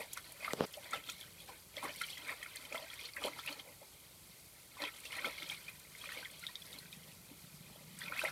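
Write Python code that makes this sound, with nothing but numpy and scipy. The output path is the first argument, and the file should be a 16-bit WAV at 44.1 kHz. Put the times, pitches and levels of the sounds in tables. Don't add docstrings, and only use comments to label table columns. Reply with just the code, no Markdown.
import sys
import numpy as np
from scipy import signal
from scipy.fft import rfft, irfft, next_fast_len
from scipy.io import wavfile
from scipy.ndimage import map_coordinates

SR = 44100
rng = np.random.default_rng(int(sys.argv[2]) if len(sys.argv) > 2 else 0)


def output_pcm(signal):
    pcm = np.clip(np.atleast_2d(signal).T, -1, 1) * 32767
    wavfile.write(sys.argv[1], SR, np.round(pcm).astype(np.int16))


def undo_db(level):
    steps = np.asarray(level, float) / 20
    return 10 ** steps


N = 366471


def unit(x):
    return x / np.sqrt(np.mean(x ** 2) + 1e-20)


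def along(points, hz):
    f, v = np.transpose(points)
    return np.interp(np.log(hz + 1), np.log(f + 1), v)


def curves(rows):
    s, *cols = np.transpose(rows)
    return [np.interp(np.arange(N) / SR, s, c) for c in cols]


def wobble(rate):
    knots = rng.standard_normal(int(N * rate / SR) + 4)
    return map_coordinates(knots, [np.arange(N) * rate / SR])


def filtered(x, response):
    m = next_fast_len(N + 8192)
    return irfft(rfft(x, m) * response(np.fft.rfftfreq(m, 1 / SR)), m)[:N]


def resonant(x, modes):
    def response(f):
        total = 0
        for k, (centre, width, db) in enumerate(modes):
            total = total + (-1) ** k * undo_db(db) * 1j * f * width / (centre ** 2 - f ** 2 + 1j * f * width)
        return total
    return filtered(x, response)


def coloured(x, spectrum):
    return unit(filtered(x, lambda hz: undo_db(along(spectrum, hz))))


def air():
    # (frequency [Hz], gain [dB])
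    air_tone = [(15, -55), (25, -76), (48, -2), (148, -3.5), (246, -14.5), (331, -9.5), (722, -14.5),
                (1380, -17.5), (1800, -23), (2060, -17), (3530, -18), (4260, -15), (5280, -18),
                (13200, -14.5), (15500, -24)]
    level_db = -60.5 + 0.12 * wobble(3.5)
    return undo_db(level_db) * coloured(rng.standard_normal(N), air_tone)


def engine():
    # (time [s], level [dB])
    putter = [(0, -72), (.9, -76), (1.3, -69), (1.55, -74), (1.96, -67), (2.9, -99), (3.45, -71),
              (3.85, -80), (4.2, -70), (4.55, -85), (5.2, -75), (5.65, -65), (5.9, -73), (6.6, -69),
              (6.85, -62), (7.3, -64), (7.89, -58.5), (8.31, -62)]
    # (centre [Hz], width [Hz], gain of one pass [dB])
    pipe = [(163.5, 67, -3), (95, 51, -20.5)]
    firings_per_s = 25.5
    level_db, = curves(putter)
    rate = firings_per_s * (1 + 0.054 * wobble(8) + 0.08 * wobble(1.5))
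    fired = np.diff(np.floor(np.cumsum(rate) / SR), prepend=0)
    sizes = undo_db(4.2 * wobble(30))
    beats = unit(fired * sizes) + 0.63 * rng.standard_normal(N)
    return undo_db(level_db) * unit(resonant(resonant(beats, pipe), pipe))


def finger():
    # (time of the click [s], push of the pad [dB], click ahead of its resonances [dB])
    knocks = [(0.5337, 6, -24), (0.597, -21, -50), (.6065, 12, -35), (.619, -5, -50), (.628, -14, -50),
              (.638, 0.5, -44), (0.649, -14, -50), (6.651, -25, -55), (7.305, -27, -62)]
    # (time [s], rumble ahead of the low-pass [dB], rasp [dB])
    rubbing = [(.54, -48, -69), (.568, -54, -58), (.612, -40, -53), (.65, -42, -48), (.67, -73, -88)]
    # (centre [Hz], width [Hz], gain [dB])
    case = [(177, 120, -0.5), (466, 200, 4.5), (1100, 1000, -6.5)]
    pad_delay_s, click_t60_s = 0.001, 0.0053
    blows, clicks, t = np.zeros(N), np.zeros(N + SR), np.arange(SR // 50) / SR
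    for s, push_db, click_db in knocks:
        blows[round((s + pad_delay_s) * SR)] = undo_db(push_db)
        clicks[round(s * SR):][:len(t)] += undo_db(click_db - 60 * t / click_t60_s) * rng.standard_normal(len(t))

    silent = -120
    rumble_db, rasp_db = curves([(.535, silent, silent)] + list(rubbing) + [(.675, silent, silent)])
    rumble = undo_db(rumble_db) * unit(resonant(rng.standard_normal(N), case))
    rasp = undo_db(rasp_db) * unit(resonant(rng.standard_normal(N), [(2540, 2200, 4), (5350, 1800, 1.0)]))
    body = filtered(resonant(blows, case) + rumble, lambda hz: 1 / (1 + 1j * hz / 1500))
    nail = resonant(clicks[:N], [(2200, 1600, 8.0), (8000, 4300, -19)])
    return body + nail + rasp


def agitation():
    # (time [s], gurgle level [dB])
    lapping = [(0, -66), (.3, -67), (.6, -64.5), (1.0, -70), (1.4, -68.5), (1.65, -70.5), (2.1, -65),
               (2.6, -60.5), (3.0, -62), (3.5, -69), (3.9, -72), (4.7, -69.5), (5.05, -64), (5.6, -63),
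               (5.88, -67.5), (6.2, -67), (6.8, -66), (7.2, -69.5), (7.93, -69.5), (8.31, -64)]
    # (time of the crest [s], gurgle level [dB], slosh over gurgle [dB],
    # chatter over gurgle [dB], fade of the amplitude to 1/e [s])
    splashes = [(0, -47, 3, -4.5, 0.026), (.135, -65, -7, 10.5, .02), (0.176, -48, -15, -5, 0.013),
                (.26, -65, -15, 7, 0.034), (.32, -75, 10, -4, .03), (.452, -47.5, -6, -5, 0.053),
                (.52, -56, 6.5, 0, 0.028), (.67, -63, -12, 2, .02), (.75, -62, -1, 7, 0.015),
                (.85, -55.5, -4, -5, 0.033), (0.948, -47, -7.5, -4.5, 0.043), (1.092, -58.5, -6, 7, 0.029),
                (1.14, -60.5, -13, 4.5, 0.038), (1.218, -58, -6, 2, 0.048), (1.41, -65, -2, 5.5, 0.052),
                (1.495, -59, -2, -1, 0.024), (1.535, -58.5, -4.5, -14, 0.034),
                (1.78, -51.5, -6.5, -4, 0.028), (1.842, -48, 1.5, -2.5, 0.023),
                (1.885, -50, -6.5, -5, 0.035), (1.95, -62, -3, 1, .03), (2.01, -58.5, -7, 8, 0.049),
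                (2.1, -63, -10, 11, 0.044), (2.24, -55, -10, -5, 0.055), (2.308, -43, -5.5, -7.5, 0.031),
                (2.43, -54.5, -10, -19, 0.038), (2.562, -59, -4, 3, 0.0099), (2.65, -55.5, -4, -9, 0.047),
                (2.752, -47.5, 3.5, 0.5, 0.025), (2.85, -56, -5.5, -12, 0.038),
                (2.93, -56, -24, -1.5, 0.054), (3.04, -60, -17, 6, 0.047),
                (3.178, -48.5, -11.5, -25, 0.022), (3.257, -46.5, 2, -1.5, 0.033),
                (3.31, -58, 2, -3, 0.038), (3.392, -52, -4, 1, 0.018), (3.478, -49.5, -9.5, -2, 0.059),
                (3.52, -62.5, 5, -1, 0.041), (3.6, -59, -15, -1, 0.015), (3.69, -65, 5.5, -14, 0.059),
                (3.82, -67.5, 4, 2, 0.014), (4.78, -63, -5, -6, 0.016), (4.827, -44, -4.5, -5, 0.035),
                (4.878, -46.5, -9, -7, 0.019), (4.95, -63.5, -6, 5, 0.068), (5.06, -62.5, -10, 10, 0.027),
                (5.125, -56, -4, 0, .02), (5.18, -47, -9, -6, 0.083), (5.258, -42, -4.5, -7, 0.029),
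                (5.31, -53.5, -9, -4, 0.05), (5.38, -58.5, -20, 2, 0.027), (5.43, -60, 1.5, 10, 0.01),
                (5.51, -54.5, -7, 3, 0.067), (5.6, -59, -11, -2, 0.045), (5.69, -55, -10, -2.5, .02),
                (6.02, -70, -21, -4, .03), (6.09, -55.5, -22, -0.5, 0.11), (6.16, -56, -5, 0.5, 0.11),
                (6.265, -58, -16, 0.5, 0.018), (6.44, -65.5, -19, 8.5, 0.056), (6.665, -63.5, 0, 4, 0.067),
                (6.74, -60.5, -1.5, 0, 0.044), (6.84, -63, -18, -2, 0.04), (6.93, -77, -13, 9, 0.032),
                (7.06, -70, 4, 0, 0.065), (7.32, -70.5, 8, -5, 0.025), (7.76, -70, 2, 1, 0.1),
                (8.01, -54.5, -15, 3, 0.029), (8.07, -59, -15, -2, .03), (8.119, -46.5, -9.5, -13, 0.07),
                (8.191, -46.5, -21, -1, 0.046), (8.245, -41.5, -4.5, -5.5, 0.032),
                (8.285, -46, -16, -4.5, 0.018)]
    lap_slosh_db, lap_chatter_db, lap_spray_db = -74.5, -64.5, -64
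    lap_chatter_grows, lap_spray_grows = 0.94, 0.43
    spray_at_50_db, spray_grows = -54, 0.9
    swell = 0.97
    roundness = 1.12

    lap_db, = curves(lapping)
    more = lap_db + 65
    lap_levels = [lap_slosh_db + more, lap_db,
                  lap_chatter_db + lap_chatter_grows * more, lap_spray_db + lap_spray_grows * more]
    power = undo_db(lap_levels) ** 2
    t = np.arange(N) / SR
    for s, db, slosh_db, chatter_db, fade in splashes:
        near = slice(max(round((s - .3) * SR), 0), round((s + .3) * SR))
        after, before = (t[near] - s) / fade, (s - t[near]) / (swell * fade)
        shape = np.exp(-2 * np.maximum(after, before) ** roundness)
        spray_db = spray_at_50_db + spray_grows * (db + chatter_db + 50)
        crest = np.array([[db + slosh_db], [db], [db + chatter_db], [spray_db]])
        power[:, near] += undo_db(crest) ** 2 * shape
    return np.sqrt(power)


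def bubbles(count, low_hz, high_hz, cycles, spread_db, size):
    when, pitch, loud = rng.random((count, 3)).T
    hz = (low_hz * (high_hz / low_hz) ** pitch)[:, None]
    turns = hz * np.arange(size) / SR
    wave = np.sin(2 * np.pi * turns * (1 + 0.027 * turns / cycles))
    wave *= np.exp(-turns / cycles) * (1 - np.exp(-turns / 0.76))
    wave *= np.sqrt(hz) * undo_db(spread_db * loud ** 3)[:, None]
    at = (when * N).astype(int)[:, None] + np.arange(size)
    return unit(np.bincount(at.ravel(), wave.ravel(), N + size)[:N])


def churn(grains, spectrum, noise):
    return coloured(grains + noise * rng.standard_normal(N), spectrum)


def stirring():
    # (frequency [Hz], gain [dB])
    slosh_tone = [(120, -29), (200, -11), (304, -7.5), (410, -14), (530, -5.5), (594, 1), (665, -8),
                  (950, -5.5), (1240, -24), (2090, -120)]
    # (frequency [Hz], gain [dB])
    gurgle_tone = [(560, -49), (950, -16), (1110, -6), (1420, -6), (1720, -7), (2140, 3.5), (2570, 0),
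                   (2750, -6.5), (3580, -53), (6050, -120)]
    # (frequency [Hz], gain [dB])
    chatter_tone = [(1680, -25), (2850, -2.5), (3120, -3.5), (3830, -6.5), (4150, -4.5), (5130, -16),
                    (5800, -14), (7540, -42), (12800, -120)]
    # (frequency [Hz], gain [dB])
    spray_tone = [(2650, -16), (4500, 3.5), (5150, -4), (7020, -5), (8770, 0), (13200, -1.5), (15500, -9.5)]
    deep, middle, small, fine = agitation()
    surge = wobble(22)
    pockets = bubbles(count=900, low_hz=219, high_hz=1014, cycles=3.04, spread_db=8, size=1600)
    middling = bubbles(count=3500, low_hz=892.5, high_hz=2900, cycles=11.6, spread_db=7, size=800)
    little = bubbles(count=4500, low_hz=2700, high_hz=6040, cycles=10.8, spread_db=11.0, size=300)
    mist = bubbles(count=14000, low_hz=4530, high_hz=14100, cycles=4.8, spread_db=18.5, size=64)
    slosh = deep * undo_db(3.5 * surge) * churn(pockets, slosh_tone, noise=3.47)
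    gurgle = middle * undo_db(1.16 * surge) * churn(middling, gurgle_tone, noise=1.0)
    chatter = small * undo_db(2.6 * surge) * churn(little, chatter_tone, noise=1.36)
    spray = fine * undo_db(1.66 * wobble(30)) * churn(mist, spray_tone, noise=1.0)
    return slosh + gurgle + chatter + spray


def spatter():
    # (time [s], level [dB], pitch [Hz])
    puffs = [(0.132, -37.5, 7360), (.132, -38, 11500), (.1709, -42, 9250), (0.173, -43, 5000),
             (0.3206, -42, 10600), (.6643, -47, 9860), (.7252, -47, 12000), (0.735, -45.5, 5100),
             (0.768, -47, 9060), (.9088, -44, 7900), (0.9315, -46, 8480), (.9596, -48, 8560),
             (1.0968, -38, 6640), (1.0958, -50, 11000), (1.12, -46, 8500), (1.2026, -47, 11000),
             (1.894, -55, 9660), (1.9594, -43, 10300), (2.015, -38.5, 9700), (2.0636, -44.5, 9040),
             (2.1775, -46.5, 6590), (2.2767, -46, 8120), (2.4304, -44, 9030), (2.5577, -38.5, 9500),
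             (2.7261, -45, 6720), (2.939, -45, 9100), (3.1616, -46, 11100), (3.23, -44, 8400),
             (3.2654, -59, 10620), (3.461, -42.5, 10800), (3.5248, -48, 6010), (4.8184, -51, 9750),
             (5.0015, -46, 10200), (5.051, -47, 5970), (5.119, -49, 5400), (5.166, -43, 9540),
             (5.2574, -46, 10300), (5.4889, -42, 6420), (5.6944, -51, 9560), (5.796, -48, 9000),
             (5.9822, -48.5, 9650), (6.312, -48.5, 8850), (6.3938, -45.5, 9060), (6.4661, -49, 9100),
             (6.7859, -47, 10200), (7.9883, -42, 8800), (8.2371, -45, 8250)]
    t60_s, onset_s = 0.028, 0.00074
    out, t = np.zeros(N + SR), np.arange(SR // 10) / SR
    for s, db, hz in puffs:
        band = signal.butter(1, [hz / 1.165, min(hz * 1.116, .45 * SR)], "band", fs=SR, output="sos")
        puff = unit(signal.sosfilt(band, rng.standard_normal(len(t)))) * (1 - np.exp(-t / onset_s))
        out[round(s * SR):][:len(t)] += undo_db(db - 60 * t / t60_s) * puff
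    return out[:N]


def plops():
    # (time [s], peak of the sine [dB],
    # pitch at the start [Hz], ring t60 [s], glide at the start [% per ms])
    notes = [(0.171, -39, 1290, 0.026, 2.5), (0.4236, -47, 660, 0.011, -2),
             (.4447, -31.5, 2060, 0.021, 0.5), (0.4544, -44, 1250, .012, -4), (.4782, -32, 1230, .019, 0),
             (0.506, -34.5, 2140, 0.022, -1.8), (.5087, -45, 1370, .025, -2),
             (0.74, -36.5, 3340, 0.005, -9.5), (0.737, -49, 5230, .021, -.5),
             (.769, -43.5, 640, 0.083, -0.6), (0.9313, -30, 1313, 0.014, 0.5),
             (.9337, -36.5, 3580, 0.024, 0), (.9368, -36.5, 2060, 0.03, -.5),
             (.9375, -39.5, 664, 0.014, 6.5), (.9567, -54, 1460, 0.014, 1), (.974, -42, 2360, .012, 5),
             (1.0388, -42.5, 3250, .016, -0.3), (1.075, -46, 3500, .015, 1), (1.089, -45, 1340, 0.031, 0.5),
             (1.0937, -47, 3300, 0.036, 5), (1.0967, -38.5, 2510, 0.023, 0), (1.117, -45, 3580, 0.013, 1),
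             (1.211, -40, 3200, .01, 4), (1.228, -47.5, 3150, .03, 0), (1.237, -57, 1590, .03, -0.5),
             (1.4018, -45.5, 3270, .018, 0.5), (1.4858, -48.5, 760, .037, 0.5),
             (1.49, -51, 1130, 0.11, -1.2), (1.7673, -36.5, 3630, .012, -4.5),
             (1.7774, -46, 2200, 0.17, 0.3), (1.8256, -40, 940, 0.037, 2), (1.8324, -43, 1090, 0.044, -0.1),
             (1.8482, -38, 1153, 0.057, -0.5), (1.856, -40, 1890, 0.018, .8),
             (1.8693, -46, 920, 0.021, 2.5), (2.012, -36, 1380, .059, 0.2),
             (2.0127, -31, 2280, 0.028, -2.5), (2.017, -36, 4600, .01, -9), (2.036, -36, 3200, 0.024, -0.7),
             (2.0417, -40, 2260, 0.034, 0.5), (2.085, -43, 2310, 0.025, -1), (2.109, -47, 3190, 0.042, 6.5),
             (2.1722, -40.5, 2050, 0.032, -0.5), (2.1798, -40, 3120, 0.013, 2),
             (2.283, -39, 2310, 0.033, 0), (2.2937, -31.5, 1920, 0.0076, -0.5),
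             (2.2989, -64, 557, 0.048, -3.7), (2.322, -38, 2230, 0.03, -0.5),
             (2.3226, -44.5, 1010, .017, 1.5), (2.4273, -37, 2200, 0.01, -5), (2.428, -42, 3100, .034, 0.5),
             (2.4583, -46.5, 1360, .022, 0.7), (2.4609, -41.5, 2060, 0.028, 2),
             (2.5524, -43, 2080, 0.043, -0.1), (2.569, -36.5, 4330, 0.0079, -2),
             (2.6503, -46, 3130, 0.034, 0), (2.724, -34.5, 2400, .01, 0.5), (2.745, -41, 548, 0.024, 3.5),
             (2.7455, -36.5, 1275, .012, 1), (2.752, -36.5, 1990, .043, 0.4),
             (2.7706, -43, 1130, 0.015, -2.5), (2.7781, -35.5, 3420, 0.0078, -0.5),
             (2.82, -49, 602, 0.071, 0.5), (2.9, -43.5, 3180, 0.029, 1), (2.9326, -43.5, 2230, 0.012, 1),
             (2.9919, -42, 2400, 0.017, -0.5), (3.0513, -38.5, 3480, 0.011, 2),
             (3.0558, -39, 4120, 0.021, 1.5), (3.0872, -45, 2180, .023, 0), (3.1352, -40, 4770, .007, -3.5),
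             (3.1643, -37.5, 2090, 0.045, -1), (3.167, -40.5, 1680, 0.042, -0.5),
             (3.2196, -45, 1300, 0.1, -1), (3.238, -31, 3240, .023, -1.9), (3.2454, -32, 560, 0.016, 1.5),
             (3.267, -40, 581, 0.076, 0), (3.2815, -39.5, 1120, 0.012, 2), (3.3325, -44.5, 2240, .012, -1),
             (3.389, -41.5, 1230, .01, 1), (3.396, -37, 3500, 0.0094, -1), (3.4742, -30.5, 2365, 0.055, 4),
             (3.4837, -51, 1330, 0.011, -3), (3.5255, -40, 4380, .014, 0),
             (3.5958, -39.5, 3070, 0.027, 1.1), (3.67, -54.5, 584, 0.069, -0.8),
             (3.8152, -51, 592, 0.052, -0.5), (3.825, -55.5, 880, 0.078, 0),
             (4.768, -48.5, 995, 0.031, 2.5), (4.8166, -45.5, 572, 0.075, 0),
             (4.8193, -34, 4140, 0.015, -0.5), (4.817, -44, 1180, 0.024, -.5), (4.8213, -45, 5600, .01, -3),
             (4.824, -38, 2060, 0.019, 10), (4.836, -40, 980, .023, 1.2), (4.838, -32, 3200, 0.011, 2),
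             (4.847, -40, 3016, 0.084, 0.5), (4.851, -33.5, 2730, 0.021, -2.5),
             (4.874, -39, 2390, 0.032, -2.5), (5.054, -36.5, 2700, 0.016, 0), (5.122, -35, 2790, .017, 2),
             (5.1278, -38, 2330, 0.013, -3), (5.139, -48, 1170, .02, 3), (5.182, -37.5, 1835, 0.048, 1),
             (5.244, -35, 1350, 0.012, 2.5), (5.2454, -32, 2116, 0.03, 0.5), (5.252, -37, 3100, 0.042, 1.5),
             (5.258, -41, 1150, 0.033, 2), (5.2631, -43, 615, 0.026, 0.5), (5.3807, -40, 2210, 0.023, -0.5),
             (5.401, -45, 4070, 0.014, 0), (5.419, -51, 1370, .045, -0.5), (5.422, -36.5, 2260, .016, -1),
             (5.4966, -43, 2250, 0.022, 1), (5.498, -32, 3210, 0.017, 0), (5.442, -45, 2140, .014, 1.2),
             (5.5152, -38, 2140, 0.075, 0.9), (5.5453, -42.5, 3400, .024, 0.5),
             (5.681, -39, 2360, 0.05, .5), (5.95, -45, 1980, 0.012, 2.5), (6.0124, -43.5, 3220, .034, 0.5),
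             (6.0395, -42, 2050, 0.0076, 8), (6.0385, -42.5, 1120, 0.017, 2),
             (6.057, -38.5, 2350, 0.013, 0.5), (6.09, -41, 2060, .016, .8), (6.09, -45, 1400, 0.02, 1),
             (6.119, -39.5, 1840, 0.02, 0), (6.1202, -42, 2510, .032, 2.5),
             (6.1726, -40.5, 2320, .044, -.5), (6.227, -45, 1576, 0.03, 0),
             (6.2477, -40.5, 3310, .019, -0.5), (6.254, -39, 2200, .04, -2),
             (6.427, -49.5, 1474, .056, -0.5), (6.437, -40, 2220, 0.027, -1.3),
             (6.466, -31.5, 3340, .015, 4.5), (6.4864, -47.5, 1810, .045, .5), (6.491, -54, 1080, 0.03, -1),
             (6.555, -32, 3460, .0084, 4.5), (6.62, -42.5, 3370, 0.024, 0.3),
             (6.7294, -39, 3660, 0.0074, 0.5), (6.7864, -40.5, 4080, 0.022, 1),
             (6.855, -54, 1540, .03, 0.5), (6.9273, -49, 2340, .065, 1), (6.927, -40, 3300, 0.0088, 8),
             (7.032, -51.5, 3300, 0.034, -2.5), (7.115, -52.5, 3000, .03, -1.5),
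             (7.304, -50.5, 242, .04, 1.5), (8.0158, -35.5, 1790, 0.014, 3),
             (8.0346, -43.5, 3520, 0.069, 0), (8.059, -41, 2500, 0.028, 0),
             (8.0782, -38.5, 2590, 0.041, -.9), (8.095, -51, 527, 0.04, 1.5),
             (8.121, -33.5, 1280, 0.015, 3.3), (8.142, -55, 2200, .02, -3),
             (8.191, -27.5, 2320, 0.024, 3.3), (8.2153, -34.5, 1390, 0.02, 2.7),
             (8.2244, -40, 3690, 0.025, 2), (8.234, -34.5, 624, 0.073, 0), (8.249, -31, 1900, 0.047, 1.6),
             (8.272, -38, 2380, 0.035, -2)]
    rise_1khz_s, rise_falls = 0.0025, 0.91
    rise_share = 0.036
    hold_cycles = 1.04
    out, t = np.zeros(N + SR), np.arange(SR // 8) / SR
    for s, db, hz, t60, glide in notes:
        rise = rise_1khz_s / (hz / 1000) ** rise_falls + rise_share * t60
        ring_s = max(t60, .005)
        fade = undo_db(-60 * np.maximum(t - rise - hold_cycles / hz, 0) / ring_s)
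        shape = np.where(t < rise, np.sqrt(t / rise), fade)
        shape = shape * (1 - np.exp(-(t * hz / 0.49) ** 2))
        pitch = hz * (1 + .25 * np.tanh(40 * glide * t))
        near = signal.butter(2, [hz / 1.22, hz * 1.4], "band", fs=SR, output="sos")
        wet_noise = unit(signal.sosfilt(near, rng.standard_normal(len(t))))
        note = np.sin(2 * np.pi * np.cumsum(pitch) / SR) + 0.3 * wet_noise
        out[round(s * SR):][:len(t)] += undo_db(db) * shape * note
    return out[:N]


def pot(x):
    # (frequency [Hz], t60 [s])
    walls = [(300, 0.084), (2000, 0.097), (10000, 0.041)]
    hz, t, z = signal.stft(rng.standard_normal(SR // 5), SR, nperseg=128)
    decay = undo_db(-60 * t / along(walls, hz)[:, None])
    tail = signal.istft(z * decay, SR, nperseg=128)[1]
    late = np.pad(x, (90, 0))
    return signal.fftconvolve(late, tail / np.linalg.norm(tail))[:N]


def cancelled(water):
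    # (centre [Hz], width [Hz], depth [0-1])
    notch = (2844, 220, 0.81)
    hz, width, depth = notch
    return water - depth * resonant(water, [(hz, width, 0)])


def scene():
    water = stirring() + plops() + spatter()
    water = water + undo_db(-9.5) * pot(water)
    return (cancelled(water) + finger() + engine() + air())[None]


def band_limit(x):
    return signal.sosfilt(signal.butter(12, 15650, fs=SR, output="sos"), x)


def record(dry):
    return band_limit(dry)


dry = scene()
out = record(dry)
output_pcm(out)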